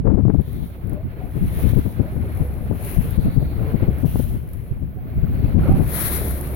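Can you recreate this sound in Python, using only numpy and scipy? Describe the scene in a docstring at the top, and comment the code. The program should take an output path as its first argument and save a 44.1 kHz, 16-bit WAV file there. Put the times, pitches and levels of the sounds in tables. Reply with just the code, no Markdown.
"""A small boat idles on a choppy sea, heard on deck through a stereo microphone.
From the start, wind eddies thump and pop on its ports, mostly the left, over engine hum and hull rumble.
Soon the chop picks up: waves slosh along the hull, trapped air gurgles, stray drops splat on the deck,
and every second or so a crest breaks into a bubbly wash and fizzing spray.
Near the end a strong gust buffets both ports, and at about 6 s the biggest crest breaks."""
import sys
import numpy as np
from scipy import signal
from scipy.fft import rfft, irfft, next_fast_len
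from scipy.io import wavfile
from scipy.ndimage import uniform_filter1d, minimum_filter1d

SR = 44100
rng = np.random.default_rng(int(sys.argv[2]) if len(sys.argv) > 2 else 0)


def master_out(mix):
    """Clip the mix to full scale and print it as 16-bit PCM to the path in sys.argv[1]."""
    frames = np.transpose(np.atleast_2d(mix))
    ceiling = np.clip(frames, -1, 1)
    pcm = np.round(ceiling * 32767).astype(np.int16)
    wavfile.write(sys.argv[1], SR, pcm)


N = 288855
TIME = np.arange(N) / SR

# Levels in the tables are relative: each layer adds its own trim.
# The idling engine's tones. Each row: frequency in Hz, level in dB.
ENGINE_ORDERS = [(33.3, -44), (66.6, -35.5), (99.9, -41)]
# Tone colours of hull, slosh, mist and a drop's splat. Each row: frequency in Hz, gain in dB.
RUMBLE_EQ = [(15, -31.5), (35, 11), (52, -3), (68, 22), (90, -9.5), (140, -3.5), (220, -11.5), (400, -18),
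             (900, -113.5)]
SLOSH_EQ = [(40, -4), (120, 12), (220, 7), (330, 4.5), (480, 0), (700, -1.5), (900, -10), (1400, -23.5),
            (3000, -89)]
MIST_EQ = [(7000, -53), (11000, -21), (13000, -9), (15000, 1.5)]
SPLAT_EQ = [(1500, -31), (4500, -10), (8000, -20), (11000, 13), (15000, -1)]
# Wash and spray as the ports colour them. Each row: frequency in Hz, left gain in dB, right gain in dB.
WASH_EQ = [(300, -22, -41), (740, -3, 0.5), (1460, 5.5, 5.5), (1780, 2, 0.5), (2250, 0, 2),
           (3060, -16.5, -7), (3470, -20.5, -9.5), (4210, -7.5, -19.5), (5300, -27.5, -22.5),
           (7000, -49.5, -45.5), (12000, -47.5, -43.5)]
SPRAY_EQ = [(400, -32.5, -29), (1300, -7, -23), (1650, -10, -24), (2100, -8.5, -14), (2600, -25.5, -19),
            (3150, -36.5, -6.5), (4100, -17, -6.5), (4750, -26.5, -13), (6030, -24.5, -10),
            (8220, -23, -21), (10230, -2, -15), (11200, 0, -10), (14300, -8, -2), (15000, -12.5, 3)]
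# The large bubbles' part of the wash, and the coarse drops' part of the spray.
# Each row: frequency in Hz, gain in dB.
BODY_EQ = [(600, -21), (950, -7), (1400, 3), (1900, -17)]
COARSE_EQ = [(7500, -8), (10000, -16)]
# Fine mist drifting past. Each row: time in seconds, level in dB.
MIST_FADER = [(0, -79.5), (.55, -53), (1.1, -53), (2, -69), (3.4, -47), (4, -46), (4.7, -60), (5, -50),
              (5.3, -46), (5.7, -52), (6.55, -44)]
# The bed of wind on the ports. Each row: time in seconds, left level in dB, right level in dB.
WIND_FADER = [(0, -21, -15.5), (.3, -8, -42), (.52, -23.5, -26), (.75, -37.5, -34), (1, -22, -37),
              (1.2, -23, -50), (1.42, -22, -15.5), (1.8, -16, -27), (2.8, -24, -27), (3.2, -14, -20.5),
              (3.9, -13.5, -26.5), (4.3, -16.5, -22), (4.6, -18, -38), (4.95, -28, -26.5),
              (5.25, -13.5, -20.5), (5.68, -7.5, -13.5), (6, -23.5, -25), (6.55, -26, -26.5)]
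# The hardest eddies. Each row: peak time in seconds, length in seconds, level in dB, corner in Hz,
# level of the pop in dB, port (0 left, 1 right).
HARD_EDDIES = [(0.074, 0.04, -6.5, 265, -15, 0), (0.103, 0.039, -10.5, 260, -19.5, 0),
               (0.147, 0.014, -6, 227, -20, 0), (0.187, .03, -12.5, 260, -27.5, 0),
               (0.254, 0.012, -11.5, 235, -19.5, 0), (0.283, 0.01, -17, 223, -17, 0),
               (.301, 0.017, -13.5, 300, -22.5, 0), (0.348, 0.022, -12, 200, -16.5, 0),
               (0.394, 0.022, -7, 188, -21.5, 0), (0.583, 0.12, -23.5, 160, -52, 0),
               (0.873, .06, -22.5, 177, -50, 0), (0.931, 0.041, -21, 224, -31, 0),
               (1.056, 0.035, -21, 157, -49, 1), (1.366, 0.027, -20.5, 255, -42, 0),
               (1.428, 0.042, -15, 160, -42, 0), (1.653, 0.032, -7, 160, -35, 0),
               (1.735, 0.014, -6.5, 183, -11, 0), (1.77, 0.027, -4.5, 172, -19, 0),
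               (1.863, 0.021, -14.5, 206, -23.5, 0), (2.002, 0.016, -6, 235, -19.5, 0),
               (2.167, 0.02, -17.5, 190, -24, 0), (2.411, 0.014, -13, 155, -61, 0),
               (2.714, 0.022, -14.5, 190, -15.5, 0), (2.987, 0.028, -6, 132, -42, 0),
               (3.185, 0.016, -3, 177, -36, 0), (3.273, 0.031, -16.5, 160, -38, 1),
               (3.374, 0.016, -2, 163, -16, 0), (3.428, 0.0083, -14, 190, -18.5, 0),
               (3.746, 0.014, -6.5, 200, -25, 0), (3.829, 0.016, -10.5, 177, -23, 0),
               (3.886, .016, -5, 161, -11, 0), (4.045, 0.018, -1, 208, -9, 0),
               (4.159, 0.01, -17, 230, -16, 0), (4.2, 0.0094, -12, 175, -12, 0),
               (4.719, 0.015, -15.5, 130, -52, 1), (4.829, 0.028, -22, 170, -29.5, 0),
               (5.178, .022, -17.5, 125, -35, 1), (5.238, 0.029, -12, 138, -28, 0),
               (5.564, 0.034, -0.5, 185, -18, 0), (5.713, 0.024, -6, 163, -36, 1),
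               (5.744, .02, -5, 104, -38, 1), (5.804, 0.0314, -10.5, 200, -16, 0)]
# How hard the chop works the hull; rumble, slosh, wash, foam and spray all ride on it.
# Each row: time in seconds, level in dB.
CHOP_FADER = [(0, -58.5), (.55, -55), (1.1, -54), (1.4, -51.5), (1.95, -50.5), (2.08, -48), (2.42, -48),
              (2.62, -48), (3.2, -47), (3.5, -48), (3.85, -44), (4.3, -54.5), (4.85, -59), (5.15, -52.5),
              (5.4, -46.5), (5.55, -45.5), (5.68, -42.5), (5.8, -43), (6.55, -44.5)]
# Air that waves trap at the hull. Each row: start in seconds, pitch in Hz, level in dB.
AIR_POCKETS = [(.945, 598, -37), (1.2, 683, -38), (2.025, 582, -34), (2.405, 452, -34.5),
               (3.649, 431, -32.5), (4.3, 367, -43), (4.96, 714, -44.5), (5.615, 1317, -36),
               (5.66, 1140, -35.5), (5.68, 726, -26.5), (6.21, 413, -34)]
# Drops landing close by. Each row: start in seconds, peak level in dB.
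DECK_DROPS = [(.872, -35), (.896, -32), (.933, -35), (.94, -41), (2.372, -29), (3.107, -25), (3.985, -30),
              (4.281, -31), (4.489, -35), (4.534, -30), (4.573, -39), (6.411, -19)]
# Breaking crests. Each row: middle of the hold in seconds, hold in seconds, build in dB per second,
# spray, wash and foam levels in dB, foam pitch in Hz, the spray's pan as left minus right in dB.
BREAKERS = [(0.561, .14, 79, -47, -57, -52.5, 3580, -2.5), (1.617, .1, 52, -38.5, -42, -50.5, 3440, 0),
            (1.684, 0.025, 217, -35.5, -53, -45, 3600, -4.5), (2.38, 0.11, 70, -47.5, -56, -62, 3120, 5),
            (2.912, .12, 136, -34.5, -47, -43, 2510, 1.5), (3.327, 0.38, 81.5, -59, -56, -50, 4270, -8),
            (4.135, .15, 108.5, -38, -59, -48.5, 2840, -2), (4.562, .07, 150, -57, -53.5, -70, 2960, 8),
            (5.444, 0.093, 96, -60.5, -50, -54, 4210, -15),
            (6.059, 0.17, 125, -22.5, -37.5, -40.5, 3820, 3)]

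ROUGH_DB = -47  # the chop level that counts as rough water


def undb(db):
    """Decibels to gain."""
    return 10 ** (np.asarray(db) / 20)


def unit(x):
    """Scale to rms 1."""
    return x / np.sqrt(np.mean(x ** 2) + 1e-18)


def together(*levels_db):
    """Level in dB of unrelated sounds heard at once."""
    return 10 * np.log10(sum(undb(db) ** 2 for db in levels_db) + 1e-18)


def blend(levels_db, values):
    """Average the values, each weighted by the power of its sound."""
    power = undb(levels_db) ** 2
    return np.asarray(values) @ power / power.sum(axis=0)


def faders(table):
    """Each level column as a fader ride, in straight lines between its points."""
    times, *columns = np.transpose(table)
    return np.array([np.interp(TIME, times, levels) for levels in columns])


def colour(x, eq):
    """Apply an EQ curve with one dB column, or one for each channel."""
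    hz, *columns = np.transpose(eq)
    size = next_fast_len(x.shape[-1])
    log_hz = np.log(np.arange(size // 2 + 1) * SR / size + 1e-3)
    gain = undb([np.interp(log_hz, np.log(hz), db) for db in columns])
    return irfft(rfft(x, size) * gain, size)[:, :x.shape[-1]]


def drift(rate_hz):
    """Smooth random wobble of rms 1."""
    step = max(int(SR / rate_hz), 2)
    held = np.repeat(rng.standard_normal(N // step + 2), step)
    return unit(uniform_filter1d(held, step)[:N])


def add(track, start_s, sound):
    """Mix a one-shot into a track."""
    start = max(int(start_s * SR), 0)
    part = sound[..., :max(N - start, 0)]
    track[..., start:start + part.shape[-1]] += part


def at_ports(x, lag_s):
    """Sound from the left side of the boat reaches the right port a little later."""
    return np.array([x, np.interp(TIME - lag_s, TIME, x)])


def engine():
    """Low, slightly unsteady engine orders over a hull that rumbles more in a rough sea."""
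    wavering_time = np.cumsum(1 + 0.02543 * drift(9)) / SR
    hum = sum(undb(db + 0.83 * drift(11)) * unit(np.sin(2 * np.pi * hz * wavering_time))
              for hz, db in ENGINE_ORDERS)
    rumble_db = -32 + 0.94 * (faders(CHOP_FADER)[0] - ROUGH_DB)
    rumble = unit(colour(rng.standard_normal(N), RUMBLE_EQ))
    return undb(-1) * hum + undb(rumble_db) * rumble


def mist():
    """The finest droplets make a thin, airy hiss on the right."""
    hiss = unit(colour(rng.standard_normal(N), MIST_EQ))
    trim_db = np.array([[-14], [-1]])
    return hiss * undb(faders(MIST_FADER) + 1.2 * drift(20) + trim_db)


def turbulence(noise, corner_hz, low_cut_hz):
    """Pressure on a port: flat from the low cut to a corner set by air speed, then falling steeply."""
    size = next_fast_len(noise.shape[-1])
    hz = np.arange(size // 2 + 1) * SR / size + 1e-3
    power = 1 / (1 + (hz / corner_hz) ** 6) / (1 + (low_cut_hz / hz) ** 4)
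    return irfft(rfft(noise, size) * np.sqrt(power), size)[..., :noise.shape[-1]]


def small_eddies(wind_db, count):
    """Cues for weak eddies at random times, their level riding on the wind bed."""
    rows = []
    for k, (late, stretch, weakness, speed) in enumerate(rng.random((count, 4))):
        peak = int((k + late) / count * (N - 1))
        length_s = 0.019 * (.5 + stretch)
        corner_hz = 160 * 2 ** (speed - .5)
        rows.append((peak / SR, length_s, wind_db[peak] - 2 * weakness, corner_hz))
    return rows


def eddies(rows, trim_db):
    """Thumps of turbulence that rise faster than they die; small fast ones are brighter, with less bass."""
    out = np.zeros(N)
    t = (np.arange(8192) - 4096) / SR
    for peak_s, length_s, db, corner_hz, *_ in rows:
        width_s = length_s * np.where(t < 0, .68, .95)
        swell = np.exp(-np.log(4) * np.abs(t / width_s) ** 2.6)
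        low_cut_hz = 26 * (corner_hz / 170) ** 0.21
        pressure = turbulence(rng.standard_normal(len(t)), corner_hz, low_cut_hz)
        thump = unit(pressure * swell) * np.sqrt(np.mean(swell ** 2))
        start_s = peak_s + t[0]
        skip = max(int(-start_s * SR), 0)
        add(out, start_s, undb(db + trim_db) * thump[skip:])
    return out


def pops(rows):
    """A vortex core crosses the port as one sharp pressure pulse; a run of them makes a tearing sound."""
    out = np.zeros(N)
    lead_s = .04
    hz = np.arange(4097) * SR / 8192
    port_highpass = (1j * hz / (1j * hz + 260)) ** 2
    for peak_s, eddy_s, _, corner_hz, db, _ in rows:
        length_s = .26 * eddy_s
        rolloff_hz = 243.5 * (corner_hz / 200) ** 1.98  # faster eddies pop brighter
        count = int(np.clip(length_s / .003, 1, 8))
        late, polarity = rng.random((2, 8))[:, :count]
        pulse_s = lead_s + length_s * ((np.arange(count) + .2 + .6 * late) / count - .5)
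        spectrum = np.sign(polarity - .5) @ np.exp(-2j * np.pi * np.outer(pulse_s, hz))
        pop = irfft(spectrum * port_highpass * np.exp(-hz / rolloff_hz))
        add(out, peak_s - lead_s, undb(db) * pop * np.sqrt(length_s * SR / np.sum(pop ** 2)))
    return out


def wind():
    """A bed of fluttering flow, unrelated at the two ports, with eddies and their pops on top."""
    wind_db = faders(WIND_FADER)
    flutter = undb(2.83 * np.array([drift(28), drift(28)]))
    flow = turbulence(rng.standard_normal((2, N)), corner_hz=133, low_cut_hz=47.6)
    out = unit(flow * flutter) * undb(wind_db + np.array([[-5.2], [-4.2]]))
    for port, trim_db in enumerate([2.53, 1.8]):
        hard = [row for row in HARD_EDDIES if round(row[-1]) == port]
        weak = small_eddies(wind_db[port], count=20)
        out[port] += eddies(hard + weak, trim_db) + pops(hard)
    return out


def drops():
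    """Single drops splat on the deck and break into finer ones."""
    out = np.zeros((2, N))
    t = np.arange(2048) / SR
    snap_and_tail = np.exp(-t / 0.0022) + .15 * np.exp(-t / 0.0098)
    for start_s, db in DECK_DROPS:
        splat = colour(rng.standard_normal((2, len(t))), SPLAT_EQ) * snap_and_tail
        add(out, start_s, undb(db) * splat / np.abs(splat).max())
    return out


def bubble(hz, cycles, glide):
    """A ringing air pocket; its pitch rises as it nears the surface."""
    age = np.linspace(0, 1, int(cycles * SR / hz) + 2)
    chirp = np.sin(2 * np.pi * cycles * (age + glide * age ** 2 / 2))
    attack = 1 - np.exp(-age * cycles)
    return chirp * attack * np.exp(-np.log(100) * age)


def bubble_cloud(low_hz, high_hz, cycles, spread_db, count):
    """Bubbles of all sizes, scattered between left and right."""
    out = np.zeros((2, N))
    for when, pitch, weakness, left_share, life in rng.random((count, 5)):
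        ring = bubble(low_hz * (high_hz / low_hz) ** pitch, cycles * (.5 + life), glide=0.16)
        pan = np.sqrt([[left_share], [1 - left_share]])
        add(out, when * N / SR, pan * undb(-spread_db * weakness) * ring)
    return unit(out)


def gurgles():
    """A trapped pocket of air breaks into a quick run of bubbles of nearly one size."""
    out = np.zeros(N)
    for start_s, hz, db in AIR_POCKETS:
        for k, (late, detune) in enumerate(rng.random((4, 2))):
            ring = bubble(hz * (1 + 0.14 * (detune - .5)), cycles=54, glide=0.21)
            add(out, start_s + 0.014 * (k + late), undb(db - 0.5 * k) * ring)
    return out


def slosh(level_db):
    """Water heaving against the hull: a churn much alike at both ports, and big glugging bubbles."""
    noise = at_ports(rng.standard_normal(N), lag_s=0.0002) + 0.44 * rng.standard_normal((2, N))
    churn = unit(colour(noise * undb(2 * drift(35)), SLOSH_EQ))
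    glugs = bubble_cloud(low_hz=270, high_hz=620, cycles=18, spread_db=14, count=520)
    return undb(level_db) * (undb(2) * churn + undb(-6) * glugs)


def wash(level_db, body_db, pan_db):
    """Crests tumbling into foam: a rush full of small bubbles, swaying gently with the spray's pan."""
    rush = unit(rng.standard_normal((2, N)) + 0.88 * at_ports(rng.standard_normal(N), lag_s=0.00033))
    froth = undb(-17) * bubble_cloud(low_hz=900, high_hz=4500, cycles=14, spread_db=16, count=3600)
    water = unit(colour(rush * undb(1.78 * drift(30)) + froth, WASH_EQ))
    water += colour(water, BODY_EQ) * (undb(body_db) - 1)
    lean_db = 0.12 * (pan_db - 4.5) * np.array([[1], [-1]])
    return undb(level_db + lean_db) * water


def foam(level_db, pitch_hz):
    """Foam fizzes in a band set by the size of its bubbles, which changes from wave to wave."""
    out = np.zeros((2, N))
    for hz in np.geomspace(2300, 4400, num=9):
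        noise = rng.standard_normal((2, N)) + 0.71 * at_ports(rng.standard_normal(N), lag_s=0.00037)
        band = unit(colour(noise, [(hz / 1.2, -60), (hz / 1.04, 0), (hz * 1.04, 0), (hz * 1.2, -60)]))
        out += band * np.exp(-(np.log(hz / pitch_hz) / 0.22) ** 2)
    return undb(level_db - 7.5) * unit(out)


def spray(level_db, pan_db, clicks_per_s=2500):
    """Countless droplets and bursting foam cells, each a tiny click, over a smooth hiss."""
    hiss = rng.standard_normal((2, N))
    sizes = undb(3.6 * np.minimum(rng.exponential(size=(2, N)), 4.5))
    clicks = rng.standard_normal((2, N)) * sizes * (rng.random((2, N)) < clicks_per_s / SR)
    fizz = colour((hiss + undb(-3.5) * unit(clicks)) * undb(drift(45)), SPRAY_EQ)
    fizz = np.array([unit(channel) for channel in fizz])
    # a weak crest throws only fine mist, without the coarse drops that sound lower
    fizz -= colour(fizz, COARSE_EQ) * (1 - undb(0.12 * (level_db + 25)))
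    fizz *= undb(.9 * drift(16))
    left_share = 1 / (1 + undb(-pan_db) ** 2)
    pan = np.sqrt(2 * np.array([left_share, 1 - left_share]))
    return undb(level_db - 0.67) * pan * fizz


def crest_envelope(middle_s, hold_s, build_db_per_s):
    """Envelope in dB of a crest that builds, holds and drains, leaving a softer tail of fizz."""
    before_s = np.maximum(middle_s - hold_s / 2 - TIME, 0)
    after_s = np.maximum(TIME - middle_s - hold_s / 2, 0)
    drain_db = -69.5 * after_s
    tail_db = -11.5 - 17.5 * after_s
    return together(drain_db, tail_db) - build_db_per_s * before_s


def sea():
    """The chop keeps the water moving; laps at the hull and breaking crests swell over it."""
    chop_db = faders(CHOP_FADER)[0]
    middle_s, hold_s, build, spray_db, wash_db, foam_db, foam_hz, crest_pan_db = np.transpose(BREAKERS)
    envelopes = np.array([crest_envelope(*crest) for crest in zip(middle_s, hold_s, build)])
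    # each wave that traps an air pocket also laps the hull
    laps_db = together(*(db + 10 * np.log10(np.exp(-((TIME - lap_s) / 0.041) ** 2) + 1e-18)
                         for lap_s, _, db in AIR_POCKETS))
    breaking_db = together(*(wash_db[:, None] + envelopes))
    # each list holds the chop's level first, then the crests'
    washes = [together(chop_db, laps_db - 16.5), breaking_db]
    foams = [chop_db - 16.5, *(foam_db[:, None] + envelopes)]
    sprays = [-52 + 1.27 * (chop_db - ROUGH_DB), *(spray_db[:, None] + envelopes)]
    pan_db = blend(sprays, [0, *crest_pan_db])
    return (slosh(together(chop_db + 9, laps_db - 2.5, breaking_db + 2))
            + wash(together(*washes), body_db=blend(washes, [-1.5, -5.5]), pan_db=pan_db)
            + foam(together(*foams), pitch_hz=blend(foams, [3970, *foam_hz]))
            + spray(together(*sprays), pan_db))


def scene():
    """The stereo mix of wind, engine and water."""
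    return wind() + engine() + sea() + gurgles() + mist() + drops()


def record(dry):
    """A limiter ducks both channels under the hardest thumps; a steep low-pass shaves off the top."""
    ceiling, hold, top_hz = 0.79, int(.014 * SR), 16000
    gain = np.minimum(1, ceiling / (np.abs(dry).max(axis=0) + 1e-9))
    limited = dry * uniform_filter1d(minimum_filter1d(gain, hold), hold)
    return signal.sosfilt(signal.ellip(10, .2, 80, top_hz, fs=SR, output="sos"), limited)


dry = scene()
out = record(dry)
master_out(out)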